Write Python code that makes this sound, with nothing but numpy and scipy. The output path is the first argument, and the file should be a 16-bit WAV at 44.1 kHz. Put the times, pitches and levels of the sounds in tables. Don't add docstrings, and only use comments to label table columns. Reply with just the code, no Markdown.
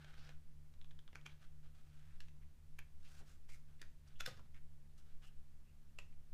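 import sys
import numpy as np
from scipy import signal
from scipy.fft import rfft, irfft, next_fast_len
from scipy.io import wavfile

SR = 44100
rng = np.random.default_rng(int(sys.argv[2]) if len(sys.argv) > 2 else 0)


def persist_wave(psi):
    counts = np.round(np.clip(psi, -1, 1) * 32767).astype(np.int16)
    wavfile.write(sys.argv[1], SR, np.atleast_2d(counts).T)


N = 279153
T = np.arange(N) / SR

# (time [s], scrape before trim [dB], crack [dB], rise [s], body shelf [dB],
# treble shelf [dB], rings of the sheet as (pitch [Hz], level before trim [dB]))
PAGE_FLICKS = [ (0.292, -60, -67, 0.00071, 13, 1, [(800, -66), (1500, -59), (3300, -68)]),
               (1.131, -59.5, -73, 0.0013, 9, -14, [(1200, -74), (2100, -67)]),
               (1.156, -51.5, -57, 0.00091, 7, -10, [(850, -59), (1200, -55.5), (2380, -55.5), (4500, -65),
               (6000, -65.5)]), (1.2645, -48.5, -56, 0.0041, -2, -10, [(1180, -66), (1480, -56),
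               (2330, -51), (3230, -56)]), (2.205, -50, -63, 0.00075, -13, -3, [(1750, -62), (2700, -63),
               (4200, -65), (5500, -62)]), (2.79, -54.5, -50, 0.00025, 5.5, -10, [(1850, -54), (2380, -49),
               (3200, -57)]), (3.817, -53, -54.5, 0.0011, 7, 1.5, [(1780, -51), (4770, -57.5),
               (10500, -65)]), (4.2082, -46.5, -47, 0.0042, 2.5, 2.5, [(480, -61), (1420, -44.5),
               (2600, -51), (3480, -46)]), (4.2626, -43.5, -46, 0.0028, -2.5, 0, [(1520, -46.5),
               (3600, -45), (4130, -49), (5310, -43.5)]), (5.9884, -58, -74, 0.0015, 14, 8, [(2710, -46.5),
               (7500, -60)]), ]
# (frequency [Hz], level [dB])
EDGE_SPECTRUM = [(100, -14), (250, -2.5), (450, -1.5), (900, -4.5), (1500, 2), (2400, 3), (3500, 0),
                 (4500, -4.5), (6500, -2.5), (9000, -17), (12000, -13.5), (16000, -39)]
# (frequency [Hz], level [dB])
CRACK_SPECTRUM = [(1500, 5), (5000, -13.5), (8000, 2.5), (12000, 1), (16000, -10)]
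# (time [s], length [s], attack [s], friction [dB],
# edge hiss before trim [dB])
SHEET_SLIDES = [ (0.0, .3, 0.0032, -70, -85), (1.28, .04, 0.0092, -72.5, -90),
                (1.39, 0.055, 0.032, -75.5, -87), (1.627, 0.028, .015, -75.5, -88),
                (1.736, 0.077, 0.018, -79, -87), (1.845, 0.32, 0.017, -81.5, -88.5),
                (2.987, 0.21, 0.13, -73.5, -75), (3.245, 0.078, 0.032, -76.5, -77.5),
                (3.483, 0.077, 0.0044, -78, -78), (3.674, 0.051, .015, -82.5, -99),
                (4.052, 0.075, .015, -78.5, -92), (4.977, 0.0069, 0.0027, -76.5, -76),
                (5.047, 0.074, .025, -82, -92), (5.206, 0.045, 0.022, -73, -82), ]
# (frequency [Hz], level [dB])
SHEET_SPECTRUM = [(200, -6), (500, -5), (780, -2), (1000, -9), (1250, 1), (1500, 3.5), (1950, -4.5),
                  (2350, -3), (3000, -3.5), (3800, -5.5), (6000, -18.5), (12000, -36.5)]
# (frequency [Hz], level [dB])
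HISS_SPECTRUM = [(2500, -5), (5000, 4.5), (8000, 1), (12000, -7), (16000, -11)]
# (time [s], level [dB], rise [s], fall [s], treble shelf [dB])
PAGE_FLOPS = [(3.21, -65, 0.0096, 0.022, -17), (4.2756, -57.5, 0.0058, 0.018, 12.5),
              (4.284, -51.5, 0.0033, 0.0066, -1), (4.305, -68.5, 0.0073, 0.051, 5),
              (4.375, -65, 0.0052, 0.0087, 1), (4.397, -64, 0.012, 0.012, -21),
              (4.454, -71, .003, .008, -12)]
# (frequency [Hz], level [dB])
FLOP_SPECTRUM = [(80, -8), (200, 10.5), (370, 3), (510, 4.5), (680, 4.5), (900, 0.5), (1400, 0),
                 (2200, -3.5), (4500, -4), (7000, -14), (15000, -26)]
# (pitch [Hz], level [dB], 60 dB decay [s])
CASE_MODES = [(103, -64, 1), (125.2, -57, 0.93), (179.4, -66.5, 0.69), (328, -71, 0.06),
              (522, -48.5, 0.044), (1247, -52.5, 0.061)]
# (time [s], length [s], singing [dB], pitch [Hz], width [Hz],
# edge hiss [dB])
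SHEET_RUBS = [(0.157, 0.15, -77, 4670, 1500, -92), (0.212, 0.14, -78, 1450, 300, -91),
              (1.96, 0.23, -81.5, 1870, 1100, -94), (2.412, 0.03, -79, 1930, 900, -90),
              (3.041, 0.043, -71, 2700, 1380, -88), (4.072, 0.018, -82, 5000, 1210, -74),
              (3.485, 0.077, -70, 2240, 350, -72.5), (3.792, 0.019, -76, 2440, 1400, -88),
              (4.152, 0.033, -76, 3040, 500, -89), (4.533, 0.061, -74, 1850, 1120, -82),
              (5.223, 0.074, -75.5, 2860, 330, -77.5), (5.653, .06, -85, 2620, 200, -97),
              (5.891, 0.013, -85, 2680, 250, -95)]
# (time [s], level [dB], ring pitch at the tick [Hz],
# plain click against that level [dB])
SPINE_TICKS = [ (0.046, -65, 3620, 6), (0.141, -66.5, 1900, 6), (0.739, -76.5, 4040, 9.5),
               (0.8145, -59, 3660, -5.5), (0.8454, -65.5, 3530, 0.5), (0.9095, -63.5, 3560, -4),
               (0.913, -70, 1960, 5.5), (0.991, -58, 3450, -4.5), (1.0783, -60.5, 3510, -3.5),
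               (1.088, -64.5, 1300, -15), (1.151, -72, 2430, 12), (1.2135, -68, 3280, 0),
               (2.284, -71, 2690, 9.5), (2.787, -64.5, 2330, 7), (3.492, -65.5, 2300, 6.5),
               (3.828, -54, 1757, -22), (4.395, -61, 1420, -5), (5.225, -75, 2920, 9),
               (5.9914, -57.5, 1188, -13), (6.1264, -74, 2600, 1), ]
# (starting level [dB], drift [dB per s])
FAN_HARMONICS = [(-66.5, -0.39), (-66, -1.17), (-88.5, 1.08)]
# (pitch [Hz], starting level before trim [dB],
# drift [dB per s])
HUM_LINES = [(79.4, -73, 0), (120, -88, 0), (145.25, -71, -2), (158.8, -86, 0), (238.2, -88, -1)]
# (frequency [Hz], level [dB])
AIR_SPECTRUM = [(20, 4), (40, -5), (70, -8), (105, -17), (180, -19), (300, -24), (500, -30), (1000, -33.5),
                (2000, -35.5), (4000, -39), (8000, -41), (14000, -44.5)]

SCRAPE_FADE_S, SHEET_RING_S = 0.0018, 0.0024
SLIDE_PUSH_DB = 0.5
SLIDE_RELEASE_S = 0.029
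CASE_S = 4.279
FAN_HZ, FAN_SAG_HZ_PER_S = 74.32, 0.18
HUM_TRIM_DB, WAVER_DB = -0.86, 1.5
AIR_DB, DRAUGHT_DB = -67.5, -48.5
TOP_HZ = 15400


def undb(db):
    return 10 ** (np.asarray(db) / 20)


def unit(x):
    return x / np.sqrt(np.mean(x ** 2))


def add(out, s, x):
    i = max(int(s * SR), 0)
    out[i:i + len(x)] += x[:max(N - i, 0)]


def colour(x, points, body_db=0, treble_db=0):
    size = next_fast_len(len(x))
    f = np.fft.rfftfreq(size, 1 / SR) + 1e-3
    hz, db = np.transpose(points)
    curve = undb(np.interp(np.log(f), np.log(hz), db))
    bass_cut = 1 + (hz[0] / 2 / f) ** 2
    gain = unit(curve / bass_cut)
    body = body_db / (1 + (f / 900) ** 2)
    treble = treble_db / (1 + (4000 / f) ** 2)
    return irfft(rfft(x, size) * gain * undb(body + treble), size)[:len(x)]


def resonate(x, hz, width_hz):
    return signal.lfilter(*signal.iirpeak(hz, hz / width_hz, SR), x)


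def walk(rate):
    return np.interp(T * rate, np.arange(4096), rng.standard_normal(4096))


def fibres(size, spread_db):
    strength = np.minimum(rng.exponential(size=size), 5)
    return unit(rng.standard_normal(size) * undb(spread_db * strength))


def swell(t, rise_s, fall_s):
    return np.exp(np.minimum(t, 0) / rise_s - np.maximum(t, 0) / fall_s)


def flicks(scrape_trim_db=-0.53, ring_trim_db=0.73, crack_s=0.00055, unbend=0.039,
           linger_db=-19, linger_s=0.016, linger_width_hz=850, shiver_db=-18, shiver_s=0.046):
    out = np.zeros(N)
    t = np.arange(-1024, 6144) / SR
    bent_t = t - unbend * np.maximum(t - 0.002, 0)
    for s, scrape_db, crack_db, rise, body_db, treble_db, rings in PAGE_FLICKS:
        contact = swell(t, rise, SCRAPE_FADE_S) + undb(shiver_db) * swell(t, 2 * rise, shiver_s)
        scrape = colour(fibres(len(t), 1.35), EDGE_SPECTRUM, body_db, treble_db) * contact
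        crack = colour(rng.standard_normal(len(t)), CRACK_SPECTRUM) * swell(t, crack_s / 2, crack_s)
        snap = undb(scrape_db + scrape_trim_db) * scrape + undb(crack_db) * crack
        for hz, mode_db in rings:
            tone = np.sqrt(2) * np.sin(2 * np.pi * (hz * bent_t + rng.random()))
            ring = tone * swell(t, rise * 0.67, SHEET_RING_S)
            crinkle = unit(resonate(fibres(len(t), 6.4), hz, linger_width_hz)) * swell(t, rise, linger_s)
            snap = snap + undb(mode_db + ring_trim_db) * (ring + undb(linger_db) * crinkle)
        add(out, s + t[0], snap)
    return out


def slides(hiss_trim_db=1, catch_db=2.35):
    face, edge = np.zeros(N), np.zeros(N)
    for s, length, attack, face_db, edge_db in SHEET_SLIDES:
        speed = stroke(s, length, attack)
        face += speed * undb(face_db)
        edge += speed * undb(edge_db)
    rustle = colour(fibres(N, 3.56), SHEET_SPECTRUM) * face
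    hiss = colour(fibres(N, 3.7), HISS_SPECTRUM) * edge * undb(hiss_trim_db)
    return (rustle + hiss) * undb(catch_db * walk(160))


def stroke(s, length, attack):
    t = T - s
    start = np.clip(t / attack, 0, 1)
    push = undb(SLIDE_PUSH_DB * (np.clip(t / length, 0, 1) - 1))
    coast = np.exp(-np.maximum(t - length, 0) / SLIDE_RELEASE_S)
    return start * push * coast


def flops():
    out = np.zeros(N)
    t = np.arange(-2048, 16384) / SR
    for s, db, rise, fall, treble_db in PAGE_FLOPS:
        slap = colour(fibres(len(t), 1.1), FLOP_SPECTRUM, 0, treble_db) * swell(t, rise, fall)
        add(out, s + t[0], undb(db) * slap)
    for hz, db, t60 in CASE_MODES:
        wobble = np.sin(2 * np.pi * hz * t) * swell(t, 0.0034, t60 / np.log(1000))
        add(out, CASE_S + t[0], undb(db) * wobble)
    return out


def rubs(grain_db=5.5):
    out = np.zeros(N)
    for s, length, sing_db, hz, width_hz, hiss_db in SHEET_RUBS:
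        grit = fibres(SR // 4, grain_db)
        stage_hz = width_hz * 1.6
        sing = unit(resonate(resonate(grit, hz, stage_hz), hz, stage_hz))
        rub = undb(sing_db) * sing + undb(hiss_db) * colour(grit, HISS_SPECTRUM)
        window = signal.windows.tukey(min(int(length * SR), len(grit)), 0.45)
        add(out, s, rub[:len(window)] * window)
    return out


def ticks(ring_s=0.00086, click_s=0.0032, sag=0.13, dull_db=-7):
    out = np.zeros(N)
    t = np.arange(-128, 896) / SR
    for s, db, hz, click_db in SPINE_TICKS:
        phase = np.cumsum(hz * (1 - sag * np.tanh(t / 0.0013))) / SR
        ring = 2 * np.sin(2 * np.pi * phase) * swell(t, 0.0003, ring_s)
        click = colour(fibres(len(t), 0.67), EDGE_SPECTRUM, 2.3, dull_db) * swell(t, 0.0008, click_s)
        add(out, s + t[0], undb(db) * (ring + undb(click_db) * click))
    return out


def room(x, desk_s=0.0102, desk_db=-15, wet_db=-14, t60_s=0.26, treble_t60_s=0.34):
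    t = np.arange(SR // 2) / SR
    noise = rng.standard_normal(len(t))
    low = signal.sosfilt(signal.butter(2, 3500, fs=SR, output="sos"), noise)
    high = signal.sosfilt(signal.butter(2, 3500, "high", fs=SR, output="sos"), noise)
    low_tail = low * np.exp(-np.log(1000) * t / t60_s)
    high_tail = high * np.exp(-np.log(1000) * t / treble_t60_s)
    tail = low_tail - 0.27 * high_tail
    tail *= 1 - np.exp(-(t / 0.0034) ** 2)
    response = undb(wet_db) * tail / np.sqrt(np.sum(tail ** 2))
    response[int(desk_s * SR)] += undb(desk_db)
    return x + signal.fftconvolve(x, response)[:N]


def background():
    turns = FAN_HZ * T - FAN_SAG_HZ_PER_S * T ** 2 / 2
    fan = sum(hum_line(k * turns, db, drift_db) for k, (db, drift_db) in enumerate(FAN_HARMONICS, 1))
    steady = sum(hum_line(hz * T, db + HUM_TRIM_DB, drift_db) for hz, db, drift_db in HUM_LINES)
    air = colour(rng.standard_normal(N), AIR_SPECTRUM)
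    draught_band = signal.butter(2, [2.5, 8], "band", fs=SR, output="sos")
    draught = unit(signal.sosfilt(draught_band, rng.standard_normal(N)))
    return fan + steady + undb(AIR_DB) * air + undb(DRAUGHT_DB) * draught


def hum_line(cycles, db, drift_db):
    level_db = db + drift_db * T + WAVER_DB * walk(3.3)
    return np.sqrt(2) * undb(level_db) * np.cos(2 * np.pi * cycles)


def scene():
    paper = flicks() + slides() + flops() + rubs() + ticks()
    return (room(paper) + background())[None]


def record(dry):
    return signal.sosfilt(signal.ellip(10, 0.1, 80, TOP_HZ, fs=SR, output="sos"), dry)


dry = scene()
out = record(dry)
persist_wave(out)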